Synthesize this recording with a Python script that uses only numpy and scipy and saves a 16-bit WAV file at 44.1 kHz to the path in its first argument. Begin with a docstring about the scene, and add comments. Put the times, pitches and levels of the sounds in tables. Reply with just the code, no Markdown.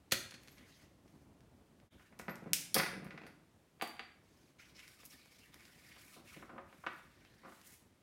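"""In a small room, at a wooden table, a plier punch bites through a stack of paper.
A steel paper clamp is pulled off and snaps shut; the punch clacks and rocks, and the clamp is put down further away.
A paper strip is slid off and laid aside with a few soft knocks, and a hand brushes over the sheet.
Hard contacts are noise bursts with ringing modes, paper is noise shaped by the hand's pushes,
the judder is droning noise with chatter, and a room adds echoes over low rumble and faint hiss."""
import sys
import numpy as np
from scipy import signal
from scipy.fft import rfft, irfft, next_fast_len
from scipy.io import wavfile
from scipy.ndimage import uniform_filter1d

SR = 44100
rng = np.random.default_rng(int(sys.argv[2]) if len(sys.argv) > 2 else 0)


def wav_record(signal):
    """Record a signal, one row per channel, as 16-bit PCM in the file named by sys.argv[1]."""
    frames = np.transpose(np.atleast_2d(signal))
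    bounded = np.clip(frames, -1, 1)
    # unit amplitude maps onto the largest positive 16-bit level
    quanta = np.round(bounded * 32767).astype(np.int16)
    wavfile.write(sys.argv[1], SR, quanta)


N = 353902
TIME = np.arange(N) / SR   # seconds since the scene began
AGE = np.arange(24576) / SR   # seconds since one contact
CUTOFF_HZ = 16000


def from_db(db):
    """Decibels to gain."""
    return 10 ** (np.asarray(db) / 20)


def unit(x):
    """Scale to an energy of one."""
    return x / np.sqrt(np.sum(x ** 2) + 1e-20)


def rms_one(x):
    """Scale a sound as long as the scene to an average strength (rms) of one."""
    return np.sqrt(N) * unit(x)


def at_hz(points, hz):
    """Read a table between its points, with pitch on a logarithmic axis."""
    points = np.array(points)
    return np.interp(np.log(np.maximum(hz, 1)), np.log(points[:, 0]), points[:, 1])


def fade(t60):
    """Ringing energy drains steadily: an exponential decay from one, down 60 dB after t60 seconds."""
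    return np.exp(-np.log(1000) * AGE / max(t60, 1e-3))


def band_filter(x, edges_hz, kind):
    """Second-order filter that keeps the pitches on one side of an edge or between two."""
    return signal.sosfilt(signal.butter(2, edges_hz, kind, fs=SR, output="sos"), x)


def colour(x, spectrum, even_hz=0):
    """Shape a sound by a spectrum, without pre-echo; even_hz levels chance peaks and holes wider than itself."""
    size = 2 * next_fast_len(len(x))
    hz = np.maximum(np.arange(size // 2 + 1) * SR / size, 1)
    source = rfft(x, size)
    # beyond the ends of the spectrum the gain falls 18 dB per octave, for three octaves
    octaves_outside = np.abs(np.log2(hz / np.clip(hz, spectrum[0][0], spectrum[-1][0])))
    gain = from_db(at_hz(spectrum, hz) - 18 * np.minimum(octaves_outside, 3))
    if even_hz:
        power = uniform_filter1d(np.abs(source) ** 2, max(int(even_hz * size / SR), 1))
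        gain = gain / np.sqrt(power + .01)
    # folding the cepstrum gives minimum phase: the energy comes as early as it can
    cepstrum = irfft(np.log(gain))
    cepstrum[1:size // 2] *= 2
    cepstrum[size // 2 + 1:] = 0
    return irfft(source * np.exp(rfft(cepstrum)))[:len(x)]


def add(out, start_s, sound):
    """Mix a sound in at a time."""
    start = round(start_s * SR)
    out[start:start + len(sound)] += sound[:N - start]


def wander(per_s):
    """Random values joined by straight lines, so many a second."""
    knots = np.arange(0, N / SR + 1, 1 / per_s)
    return np.interp(TIME, knots, np.clip(rng.standard_normal(len(knots)), -2.5, 2.5))


def noise(spectrum, grain_db=0, per_s=100):
    """Coloured noise of rms one whose strength wanders from grain to grain."""
    return rms_one(colour(rng.standard_normal(N) * from_db(grain_db * wander(per_s)), spectrum))


def rattle(envelope, t60):
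    """A dense burst of micro-impacts that feeds all pitches about evenly."""
    burst = rfft(rng.standard_normal(len(AGE)) * envelope)
    return unit(irfft(burst / np.abs(burst) ** .85) * fade(6 * t60))


def contacts(rows, spectrum, modes=(), crack_db=0, ring_db=-10, ring_length=1, press_s=.0003, detune=0.0013):
    """Each contact is a crack and a short dense rattle in the body's colour, then the body's modes ring on."""
    out = np.zeros(N)
    pressing = 1 - np.exp(-(AGE + 1 / SR) / max(press_s, 1e-5))   # soft things meet gradually
    for start_s, level_db, t60, low_hz, high_hz in rows:
        force = rattle(fade(t60) * pressing, t60)
        force[0] += from_db(crack_db)
        ringing = np.zeros(len(AGE))
        for pitch_hz, mode_db, mode_t60 in modes:
            strength = from_db(mode_db + 2 * rng.standard_normal()) * rng.choice([-1, 1])
            # grip and load change from touch to touch
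            shifted_hz = pitch_hz * (1 + detune * rng.standard_normal())
            ringing += strength * np.sin(2 * np.pi * shifted_hz * AGE) * fade(mode_t60 * ring_length)
        sound = unit(colour(force, spectrum, even_hz=100))
        sound = sound + from_db(ring_db) * unit(ringing * pressing)
        # a light touch moves no bass, a soft one no treble
        sound = band_filter(sound + 1e-18, min(low_hz, .45 * SR), "high")
        sound = band_filter(sound + 1e-18, min(high_hz, .45 * SR), "low")
        add(out, start_s, from_db(level_db) * unit(sound))
    return out


def swell(start_s, length_s, attack_s, release_s):
    """Strength of one movement: a rounded attack, a hold and an exponential release."""
    rise = np.sin(np.pi / 2 * np.clip((TIME - start_s) / max(attack_s, 1e-3), 0, 1))
    return rise * np.exp(-np.clip((TIME - start_s - length_s) / max(release_s, 1e-3), 0, 20))


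def crackle(spectrum, per_s, spread_db):
    """Tiny snaps of uneven size at random moments; rms one."""
    sizes = from_db(spread_db * np.minimum(rng.exponential(1, N), 2.5)) * rng.choice([-1, 1], N)
    return rms_one(colour(sizes * (rng.random(N) < per_s / SR), spectrum))


def background():
    """Low room rumble of slowly changing level under a faint hiss of air, both coloured noise."""
    # loudness of the rumble over time (start_s, level_db)
    rumble_level = [(0, -64), (.6, -61), (1.5, -62), (3.5, -66), (5.5, -65), (6.4, -62), (8.02, -66.5)]
    # colour of the rumble (pitch_hz, level_db per Hz)
    rumble_colour = [(25, -17), (35, -16.5), (49, -3), (80, 0), (120, -1), (233, -2), (320, -4),
                     (483, -12.5), (603, -12), (776, -16), (1100, -19)]
    # colour of the air (pitch_hz, level_db per Hz)
    air_colour = [(300, 7), (900, -1), (2000, -2), (5000, -8.5), (10000, -11), (16000, -17.5)]
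    rumble = from_db(np.interp(TIME, *np.transpose(rumble_level)))
    return rumble * noise(rumble_colour, grain_db=3.0, per_s=50) + from_db(-72) * noise(air_colour)


def punch():
    """The die's blows make its steel ring, damped by the gripping hand."""
    # the die crushes the stack, breaks through and pulls free
    # (start_s, level_db, rattle_t60_s, low_edge_hz, high_edge_hz)
    bites = [(.112, -18.5, 0.03, 2500, 6000), (.117, -18, 0.083, 900, 7200),
             (.1197, -3.5, 0.044, 403, 16300), (.121, -13, 0.015, 60, 130.7), (.122, 2, 0.0053, 198, 9300),
             (.1243, 0, 0.025, 254, 7500), (.1265, -12, 0.04, 1220, 15000), (.129, -13, .008, 1200, 7000),
             (.135, -10, .01, 1500, 12000), (.144, -13.5, .008, 300, 3000), (.309, -24, 0.024, 2500, 7000),
             (.322, -26, 0.013, 600, 1300), (.341, -21, 0.06, 67.4, 7000), (.381, -34, 0.041, 150, 2470),
             (.4342, -35, .01, 2000, 14000), (.4756, -31, 0.0036, 700, 7000),
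             (.483, -28, 0.0048, 700, 6000), (.4905, -38, 0.0054, 900, 10000), (.5814, -31, 0.05, 99, 5000)]
    # colour of the punch (pitch_hz, level_db per Hz)
    bite_colour = [(60, -5.5), (113, 3.5), (190, -3.5), (280, 1), (370, 1), (440, -16), (540, -5),
                   (680, -13.5), (1050, -13), (1300, -9), (1650, -1.5), (1900, -4.5), (2200, -3),
                   (2600, -3), (3050, -8), (3500, -4), (3800, -9.5), (4300, -1), (5000, -9), (5600, -8.5),
                   (6600, -6.5), (7500, -12.5), (9500, -9), (13500, -8), (16000, -9)]
    # ringing modes of the punch (pitch_hz, level_db, t60_s)
    bite_modes = [(381, 4.5, 0.26), (1670, 0.5, .18), (2480, 7.5, .18), (3270, -6, .15), (4280, 3, .1),
                  (4350, -5, .16), (5640, 2, .2), (6740, -3, 0.17), (8240, -7.5, .25), (9500, 1.5, .23),
                  (11460, -5.5, .19)]
    return from_db(-1.5) * contacts(bites, bite_colour, bite_modes, crack_db=-7.0, ring_db=-24.5,
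                                    press_s=0.00038, detune=0.0095)


def flexing(track, width_hz):
    """Noise of rms one in a resonance that follows the bend of the paper along a track (start_s, pitch_hz)."""
    # two slow random signals swing the tone's strength and phase, which widens it into a band
    slow = rng.standard_normal((2, N))
    cosine, sine = (np.interp(TIME * width_hz, np.arange(N), chance) for chance in slow)
    phase = 2 * np.pi * np.cumsum(np.interp(TIME, *np.transpose(track))) / SR
    return rms_one(cosine * np.cos(phase) + sine * np.sin(phase))


def crinkle(spectrum, patchy_db, grain_db, per_s, count=7):
    """Patches of the sheet flex unevenly, each rustling in a band of its own; rms one."""
    edges = np.geomspace(spectrum[0][0], spectrum[-1][0], count + 1)
    grains = from_db(grain_db * wander(400))
    out = 0
    for low, high in zip(edges, edges[1:]):
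        band = band_filter(rng.standard_normal(N) * grains, [low, high], "band")
        out = out + band * from_db(at_hz(spectrum, np.sqrt(low * high)) + patchy_db * wander(per_s))
    return rms_one(out)


def paper():
    """Fibres catch and slip as sheet slides on sheet; now and then the strip buckles."""
    # paper is pushed or brushed: rub of the sheet, scuff of its edge, fibre hiss, resonance of the bent sheet
    # (start_s, length_s, rub_level_db, scuff_level_db, hiss_level_db, pitch_hz)
    strokes = [(0.378, 0.18, -72, -77, -74.5, 1945), (0.561, 0.071, -68, -83, -81, 2110),
               (0.639, 0.19, -70.5, -73, -76, 1900), (1.013, 0.21, -87, -86, -85, 2170),
               (1.886, 0.043, -69, -80, -77, 1506), (1.963, 0.11, -71.5, -86, -82, 1574),
               (4.202, 0.29, -78.5, -79, -81.5, 2345), (4.583, 0.038, -64, -69.5, -76.5, 2304),
               (4.649, 0.054, -73, -78, -79, 2410), (4.745, 0.039, -70, -65.5, -86, 2300),
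               (4.778, 0.014, -62, -84, -71, 2220), (4.819, 0.06, -65, -82, -72, 2360),
               (4.863, 0.084, -78, -73, -71, 2306), (4.985, 0.038, -68.5, -69, -72, 2304),
               (5.038, .022, -75, -85, -69, 2310), (5.095, 0.036, -67, -67, -65.5, 2304),
               (5.175, 0.036, -68.5, -70.5, -79, 2300), (5.24, 0.063, -76, -85, -78, 2260),
               (5.306, 0.052, -67.5, -69, -71.5, 2315), (5.382, 0.02, -68.5, -73, -74, 2200),
               (5.425, 0.046, -70, -83, -75, 2193), (5.509, 0.099, -68, -76, -75, 1965),
               (5.588, 0.25, -68, -74, -71.5, 2000), (5.838, 0.15, -64, -70.5, -71, 2047),
               (5.972, .14, -65.5, -77, -65.5, 2366), (6.118, 0.032, -66, -65, -67.5, 2280),
               (6.238, 0.11, -63, -72, -68, 2520), (6.309, 0.12, -66, -74.5, -73.5, 2120),
               (6.642, 0.37, -70.5, -79, -74.5, 2380), (6.974, 0.48, -71.5, -79, -81, 1703),
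               (7.459, 0.14, -72, -78.5, -71, 1844), (7.632, 0.11, -68, -77, -62, 2070)]
    # the paper buckles and flicks (start_s, level_db, rattle_t60_s, low_edge_hz, high_edge_hz)
    creases = [(1.0783, -43, 0.024, 1490, 6980), (1.4065, -42.5, 0.0037, 1203, 7000),
               (1.8006, -42, 0.007, 1500, 4000), (1.9957, -33.5, 0.1, 1185, 1710),
               (4.6905, -50, .005, 5000, 15000), (4.7665, -35, 0.082, 5000, 5700),
               (4.7925, -29, 0.045, 1820, 7000), (4.8786, -31, 0.01, 1840, 8000),
               (5.002, -44, 0.01, 5020, 14060), (5.0328, -32.5, 0.018, 199, 3010),
               (5.0522, -26.5, 0.0092, 7040, 15370), (5.057, -30, 0.0096, 6900, 15400),
               (5.0612, -28, .005, 6000, 15500), (5.2578, -36, .011, 299, 9000),
               (5.5371, -39, 0.025, 504, 3980), (5.5425, -29, 0.0089, 1097, 13050),
               (5.606, -35.5, 0.022, 903, 9000), (5.6529, -32, 0.011, 2002, 6970),
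               (5.9642, -30.5, 0.099, 886, 3054), (6.962, -43.5, 0.02, 3846, 15080),
               (7.2493, -36, 0.014, 1175, 4930), (7.6144, -34.5, 0.026, 1506, 9870)]
    # colour of the creases and snapping fibres (pitch_hz, level_db per Hz)
    paper_colour = [(200, 3), (600, 0.5), (1200, -2), (2300, -3.5), (3500, -9.5), (5500, -7), (8000, -13.5),
                    (12000, -7), (16000, -12)]
    # colour of the rubbing sheet (pitch_hz, level_db)
    rub_colour = [(900, -12.5), (1400, -3.5), (2300, -0.5), (3000, -2.5), (3800, -8.5)]
    # colour of the scuffing edge (pitch_hz, level_db)
    scuff_colour = [(2800, -6), (3700, 2.5), (5300, 4.5), (6500, -6), (7800, -4)]
    # colour of the fibre hiss (pitch_hz, level_db per Hz)
    hiss_colour = [(4000, -11), (7000, -6), (10000, -5.5), (14000, -9), (16000, -13)]
    # resonance of the scuffing edge, which tends to sink as more of the strip is lifted (start_s, pitch_hz)
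    edge_pitch = [(4.6, 6380), (4.77, 5320), (4.96, 5450), (5.11, 5105), (5.21, 4370), (5.34, 5100),
                  (5.42, 5160), (5.92, 4707), (6.15, 4030)]

    pushes, bend = 0, []
    for start_s, length_s, *levels_db, pitch_hz in strokes:
        # a push gathers speed over a share of its length, then coasts to rest
        push = swell(start_s, length_s, attack_s=0.4 * length_s, release_s=0.043)
        pushes = pushes + np.outer(from_db(levels_db), push)
        bend.append((start_s + length_s / 2, pitch_hz))
    # the sheet sticks and slips on its way
    rub, scuff, hiss = pushes * from_db(2 * wander(per_s=120))

    rub_sound = from_db(-5.5) * flexing(bend, width_hz=520)
    rub_sound += crinkle(rub_colour, patchy_db=5.5, grain_db=1.5, per_s=50)
    scuff_sound = from_db(-5.0) * flexing(edge_pitch, width_hz=990)
    scuff_sound += from_db(1.5) * crinkle(scuff_colour, patchy_db=5.0, grain_db=0.0, per_s=76)
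    # single fibres snap while the sheet moves
    scuff_sound += from_db(-10) * crackle(paper_colour, per_s=200, spread_db=-4.5)
    hiss_sound = from_db(1.5) * noise(hiss_colour, grain_db=1.5, per_s=960)
    sliding = rub * rub_sound + scuff * scuff_sound + hiss * hiss_sound
    return sliding + contacts(creases, paper_colour, crack_db=-6.5, press_s=0.00051)


def clamp():
    """The jaws snap shut and ring; the spring pings as single fading sine tones."""
    # the clamp's jaws slip off the paper and snap shut
    # (start_s, level_db, rattle_t60_s, low_edge_hz, high_edge_hz)
    snaps = [(2.191, -25.5, 0.075, 300, 15200), (2.1962, -34, 0.0098, 1015, 15000),
             (2.213, -35, 0.014, 898, 15030), (2.3565, -31, 0.0031, 1483, 12300),
             (2.5332, 2.5, 0.0038, 1409, 15520), (2.537, -16, 0.046, 1486, 11770),
             (2.546, -28.5, .008, 2043, 14430)]
    # colour of the jaws (pitch_hz, level_db per Hz)
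    snap_colour = [(500, -7.5), (1150, -16), (1600, -7.5), (1900, -8.5), (2350, -0.5), (2800, -1),
                   (3400, -4.5), (4600, -5), (5300, 1.5), (6100, -2), (7250, -2.5), (8100, -3),
                   (9200, -2.5), (11000, -5.5), (13500, -3.5), (16000, -9)]
    # ringing modes of the jaws (pitch_hz, level_db, t60_s before ring_length)
    snap_modes = [(2275, -3.5, .3), (4000, -5.5, .29), (5160, -3.5, .3), (5400, -7.5, .35),
                  (6240, -1.5, 0.4), (7572, -3, .2), (9000, 1, .3), (10590, -4.5, .2), (13280, -7, .15)]
    # the clamp's spring pings (start_s, pitch_hz, level_db, t60_s)
    pings = [(.514, 12870, -63, 0.16), (2.289, 12440, -55.5, 0.18), (2.304, 12500, -54.5, .06),
             (2.307, 13100, -51.5, 0.068)]
    out = contacts(snaps, snap_colour, snap_modes, crack_db=-6.5, ring_db=-19.5, ring_length=0.56,
                   press_s=0.00015)
    for start_s, pitch_hz, level_db, t60 in pings:
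        add(out, start_s, from_db(level_db) * np.sin(2 * np.pi * pitch_hz * AGE) * fade(t60))
    return out


def table():
    """The punch clacks, rocks on the wood and sets the board droning."""
    # steel against the punch (start_s, level_db, rattle_t60_s, low_edge_hz, high_edge_hz)
    clacks = [(2.7437, 1, 0.014, 1510, 16300), (2.7485, -7, 0.036, 3000, 15500),
              (2.7555, -20.5, .04, 3000, 15600), (2.7815, -9, 0.02, 900, 14000),
              (2.785, -6, 0.036, 1500, 7000), (2.8135, -27, 0.012, 2500, 5000),
              (2.8335, -30, .01, 2500, 6000), (3.045, -35, 0.02, 5500, 14000),
              (3.2663, -34.5, 0.059, 1180, 11900)]
    # colour of the steel (pitch_hz, level_db per Hz)
    clack_colour = [(180, -16), (425, 4), (1460, -38), (1640, -37), (2280, -7), (2700, -23), (3250, -1.5),
                    (3800, -7), (4250, -5.5), (4600, 3.5), (5100, -1.5), (5350, -2.5), (5530, -4),
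                    (5800, -4), (6400, -8.5), (7800, -14.5), (8550, -6.5), (9050, -4), (9400, -5.5),
                    (10700, -2), (12500, -5.5), (14000, -6), (16000, -7)]
    # ringing modes of the steel (pitch_hz, level_db, t60_s before ring_length)
    clack_modes = [(3770, -5.5, 0.37), (4510, 10.5, 0.17), (4920, -7, 0.24), (4880, 3, .14),
                   (5450, 13, 0.089), (5160, 8, 0.14), (6255, -9.5, 0.17), (8530, -4, 0.22),
                   (9170, -6.5, 0.2), (10300, -7, 0.255), (11470, -0.5, .25), (12730, -6.5, .19)]
    # steel and knuckles on the table top (start_s, level_db, rattle_t60_s, low_edge_hz, high_edge_hz)
    knocks = [(2.125, -35, 0.041, 200, 2020), (2.196, -19.5, 0.015, 148, 2230),
              (2.2815, -13, 0.012, 160.5, 1950), (2.286, -14.5, 0.019, 128, 1080),
              (2.294, -24, 0.023, 900, 6330), (2.301, -20, 0.086, 150, 880), (2.422, -23, 0.033, 129, 395),
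              (2.459, -17, 0.039, 131, 453), (2.4696, -28, 0.072, 504, 1200), (2.511, -20, 0.046, 111, 266),
              (2.744, -18.5, 0.05, 129, 2000), (2.7525, -11.5, 0.025, 140, 2480),
              (2.763, -4, 0.019, 300, 1513), (2.7665, -7.5, 0.019, 198, 2880),
              (2.776, -11, 0.036, 200, 2800), (2.77, -19, 0.15, 40, 95.3), (2.781, -20, 0.033, 70, 1000),
              (2.7895, -9, 0.027, 150, 3020), (2.798, -4.5, 0.02, 1100, 2800),
              (2.813, -16, 0.012, 121, 3000), (2.815, -24, 0.054, 120, 297), (2.833, -10, 0.014, 745, 4550),
              (2.862, -13.5, 0.0088, 900, 4500), (2.886, -23, 0.025, 120, 330), (2.93, -21, .015, 120, 420),
              (2.937, -21, 0.019, 1300, 3000), (2.976, -20, 0.014, 120, 294), (3.021, -20, 0.022, 120, 306),
              (3.049, -28.5, 0.02, 302, 2390), (3.058, -20, .02, 120, 275),
              (3.067, -26, 0.012, 199.4, 2410), (3.141, -25, 0.015, 130, 400),
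              (3.2124, -43, .03, 1200, 2400), (3.1066, -23, 0.026, 1506, 2970),
              (3.176, -21.5, 0.033, 397, 3500), (3.266, -28, 0.016, 400, 3500)]
    # colour of the table (pitch_hz, level_db per Hz)
    table_colour = [(60, -9.5), (90, -5.5), (130, -5.5), (170, 2), (260, -6.5), (360, -5.5), (520, -7),
                    (740, -8), (1100, -9.5), (1450, -8), (2200, -7), (2550, -8.5), (3000, -18),
                    (4600, -15.5), (7700, -26), (12000, -25)]
    # ringing modes of the table (pitch_hz, level_db, t60_s before ring_length)
    table_modes = [(170.2, 0.5, .45), (229, -10.5, 0.56), (368, 0, 0.38), (537, -6.5, 0.503),
                   (716, 2.5, 0.22), (923, 4, 0.51), (1340, 1, .3), (1439, 10, 0.39), (1634, -3, .25),
                   (1680, -3.5, .3), (2050, 6, 0.24), (1987, 14.5, 0.25), (2110, 2, .28), (2040, 2.5, 0.26),
                   (2480, 0, 0.17)]
    # the punch's handles judder over the table (start_s, length_s, level_db)
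    judders = [(2.29, 0.32, -58.5), (2.733, 0.51, -52)]
    # colour of the droning board (pitch_hz, level_db per Hz)
    judder_colour = [(90, -19), (145, -10.5), (170, -2.5), (200, -6), (232, -6), (290, 1.5), (370, -12.5),
                     (520, -18.5), (1200, -28.5)]
    # colour of the chatter (pitch_hz, level_db per Hz)
    chatter_colour = [(300, -0.5), (600, 3.5), (1200, -10), (1450, 1), (1700, -6.5), (2000, -6.5),
                      (2500, -4), (3100, -15), (4800, -20.5)]

    steel = contacts(clacks, clack_colour, clack_modes, crack_db=-7, ring_db=-11.0, ring_length=0.72,
                     press_s=0.00051)
    wood = contacts(knocks, table_colour, table_modes, crack_db=-13.0, ring_db=-8.5, ring_length=0.86,
                    press_s=0.00093)
    dragging = np.zeros(N)
    for start_s, length_s, level_db in judders:
        dragging += from_db(level_db) * swell(start_s, length_s, attack_s=0.0543, release_s=0.061)
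    drone = from_db(-4.0) * dragging * noise(judder_colour, grain_db=6.0, per_s=61)
    chatter = from_db(-10) * dragging * crackle(chatter_colour, per_s=50, spread_db=2.5)
    return steel + from_db(1.5) * wood + drone + chatter


def far_end():
    """The clamp is dropped on the board, and later the hand bumps about as it lays the strip down."""
    # the clamp lands at the far side and tips over
    # (start_s, level_db, rattle_t60_s, low_edge_hz, high_edge_hz)
    drops = [(3.7986, -34, 0.043, 201, 3000), (3.8128, -13.5, 0.006, 1118, 3560),
             (3.8215, -12, 0.018, 800, 14100), (3.8265, -17.5, 0.012, 300, 9000),
             (3.875, -27.5, 0.012, 5000, 15000), (3.9672, -34, 0.013, 1507, 4960),
             (3.9941, -17, .007, 1000, 3730), (3.997, -23.5, 0.091, 300, 2870)]
    # colour of the landing clamp (pitch_hz, level_db per Hz)
    drop_colour = [(120, -19), (230, -2.5), (330, -3.5), (480, -6.5), (620, -12), (760, 0.5), (920, -11.5),
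                   (1030, -6), (1180, -7), (1320, -11), (1620, -6.5), (2300, -6.5), (3300, -12),
                   (4500, -16.5), (5400, -25.5), (9000, -21), (16000, -20)]
    # ringing modes of the landing clamp (pitch_hz, level_db, t60_s before ring_length)
    drop_modes = [(230, -3, 0.32), (775, -2, 0.13), (793, 2, 0.092), (4616, 1, 0.28), (4630, 0, 0.6),
                  (4665, 10.5, 0.29)]
    # the board answers the clamp's full weight (start_s, level_db, rattle_t60_s, low_edge_hz, high_edge_hz)
    landing = [(3.8225, -10.5, 0.029, 150, 1600)]
    # colour of the board (pitch_hz, level_db per Hz)
    board_colour = [(150, -13), (235, -5.5), (320, -5), (480, -12), (630, -11), (735, 2), (830, 1),
                    (930, -10), (1130, -6), (1350, -19)]
    # soft bumps at the far end of the table (start_s, level_db, rattle_t60_s, low_edge_hz, high_edge_hz)
    bump_rows = [(6.163, -26.5, 0.18, 159.6, 610), (6.364, -25.5, .11, 130, 397),
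                 (6.425, -24.5, .03, 125, 1704), (6.4935, -24.5, 0.065, 259, 1420),
                 (6.53, -24.5, 0.17, 150.7, 680), (6.56, -28, 0.06, 132, 925),
                 (6.58, -19.5, 0.041, 506, 1135), (6.7269, -32.5, .012, 303, 3000),
                 (6.838, -23, .025, 795, 1040), (6.8648, -13.5, 0.023, 153, 3240),
                 (6.869, -13, 0.015, 801, 2470), (7.434, -32, 0.039, 150, 1170),
                 (7.449, -24, 0.08, 147, 1300), (7.479, -27.5, 0.066, 144, 1100),
                 (7.5211, -31.5, 0.041, 203, 1600)]
    # colour of the bumps (pitch_hz, level_db per Hz)
    bump_colour = [(100, -9.5), (220, -3.5), (290, -3), (364, -2.5), (440, -12.5), (560, -7), (700, -7),
                   (850, -9.5), (1150, -3), (1400, -4.5), (1900, -7.5), (2300, -8), (3200, -12.5),
                   (5000, -21.5), (10000, -28)]
    # ringing modes of the bumps (pitch_hz, level_db, t60_s before ring_length)
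    bump_modes = [(235.7, -1, .27), (560, 0, 0.48), (1144, 8, 0.17), (1363, 8, 0.21), (1510, -1, 0.39),
                  (1960, -3, .21), (1960, -3, .28)]
    drop = contacts(drops, drop_colour, drop_modes, crack_db=-6.5, ring_db=-5.5, ring_length=0.42,
                    press_s=0.00044, detune=.0005)
    board = contacts(landing, board_colour, crack_db=-10.5, press_s=0.00092)
    bumps = contacts(bump_rows, bump_colour, bump_modes, crack_db=-8.5, ring_db=-10.5, ring_length=0.25,
                     press_s=0.0014, detune=0.0071)
    return from_db(2.5) * (drop + board + bumps)


def evened(x, width_hz):
    """Level out chance peaks and holes wider than the given width; energy one."""
    spectrum = rfft(x)
    power = uniform_filter1d(np.abs(spectrum) ** 2, max(int(width_hz * len(x) / SR), 1))
    return unit(irfft(spectrum / np.sqrt(power + 1e-20)))


def room(x, build_s=0.0021, treble_db=2.0, early_db=-5, early_t60=0.11, even_hz=70):
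    """First echoes from the table top, then a diffuse tail with its own decay at each pitch, and standing waves."""
    # how long the room rings at each pitch (pitch_hz, t60_s)
    room_t60 = [(100, 0.7), (400, 0.39), (1000, 0.59), (2200, 0.53), (5000, 0.48), (9000, 0.45),
                (15000, 0.3)]
    # standing waves of the room, rung by every sound in it (pitch_hz, level_db against the diffuse echoes)
    room_modes = [(170, -30.5), (233, -26), (370, -25.5), (545, -27)]
    hz = np.arange(len(AGE) // 2 + 1) * SR / len(AGE)
    building = 1 - np.exp(-(AGE / build_s) ** 2)   # echoes take a moment to gather
    longest = max(t60 for _, t60 in room_t60)
    diffuse = rfft(evened(rng.standard_normal(len(AGE)) * fade(longest) * building, even_hz))
    tail = 0
    edges = np.geomspace(40, SR / 2, 19)
    for low, high in zip(edges, edges[1:]):
        centre = np.sqrt(low * high)
        band = irfft(diffuse * (hz >= low) * (hz < high))
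        # swap the shared decay for the band's own
        decay = fade(at_hz(room_t60, centre)) / fade(longest)
        tail = tail + band * decay * from_db(treble_db * centre / CUTOFF_HZ)
    early = rattle(fade(early_t60) * building, early_t60)
    standing = 0
    for pitch_hz, level_db in room_modes:
        wave = np.sin(2 * np.pi * (pitch_hz * AGE + rng.random()))
        standing = standing + from_db(level_db) * unit(wave * fade(at_hz(room_t60, pitch_hz)))
    ending = 1 - (AGE / AGE[-1]) ** 2   # brings the tail to silence
    echo = (unit(tail * ending) + from_db(early_db) * early + standing) * building
    return signal.fftconvolve(x, echo)[:N]


def scene():
    """Each source is heard directly and through the room, at a room level of its own."""
    # each sound with the level it sends into the room
    sources = [(punch(), from_db(-5.5)), (paper(), from_db(-7.0)), (clamp(), from_db(-4.0)),
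               (table(), from_db(-2.5)), (far_end(), from_db(-2.5))]
    direct = sum(sound for sound, wet in sources)
    echoes = room(sum(sound * wet for sound, wet in sources))
    # the sound dips briefly
    dip_s, dip_width_s = 1.899, 0.013
    dip_db = -28.5 * np.exp(-np.abs(TIME - dip_s) / dip_width_s)
    master_db = -3.5
    return ((direct + echoes + background()) * from_db(master_db + dip_db))[None]


def record(dry):
    """The top is cut steeply by a low-pass filter."""
    return signal.sosfilt(signal.ellip(10, .1, 80, CUTOFF_HZ, fs=SR, output="sos"), dry)


dry = scene()
out = record(dry)
wav_record(out)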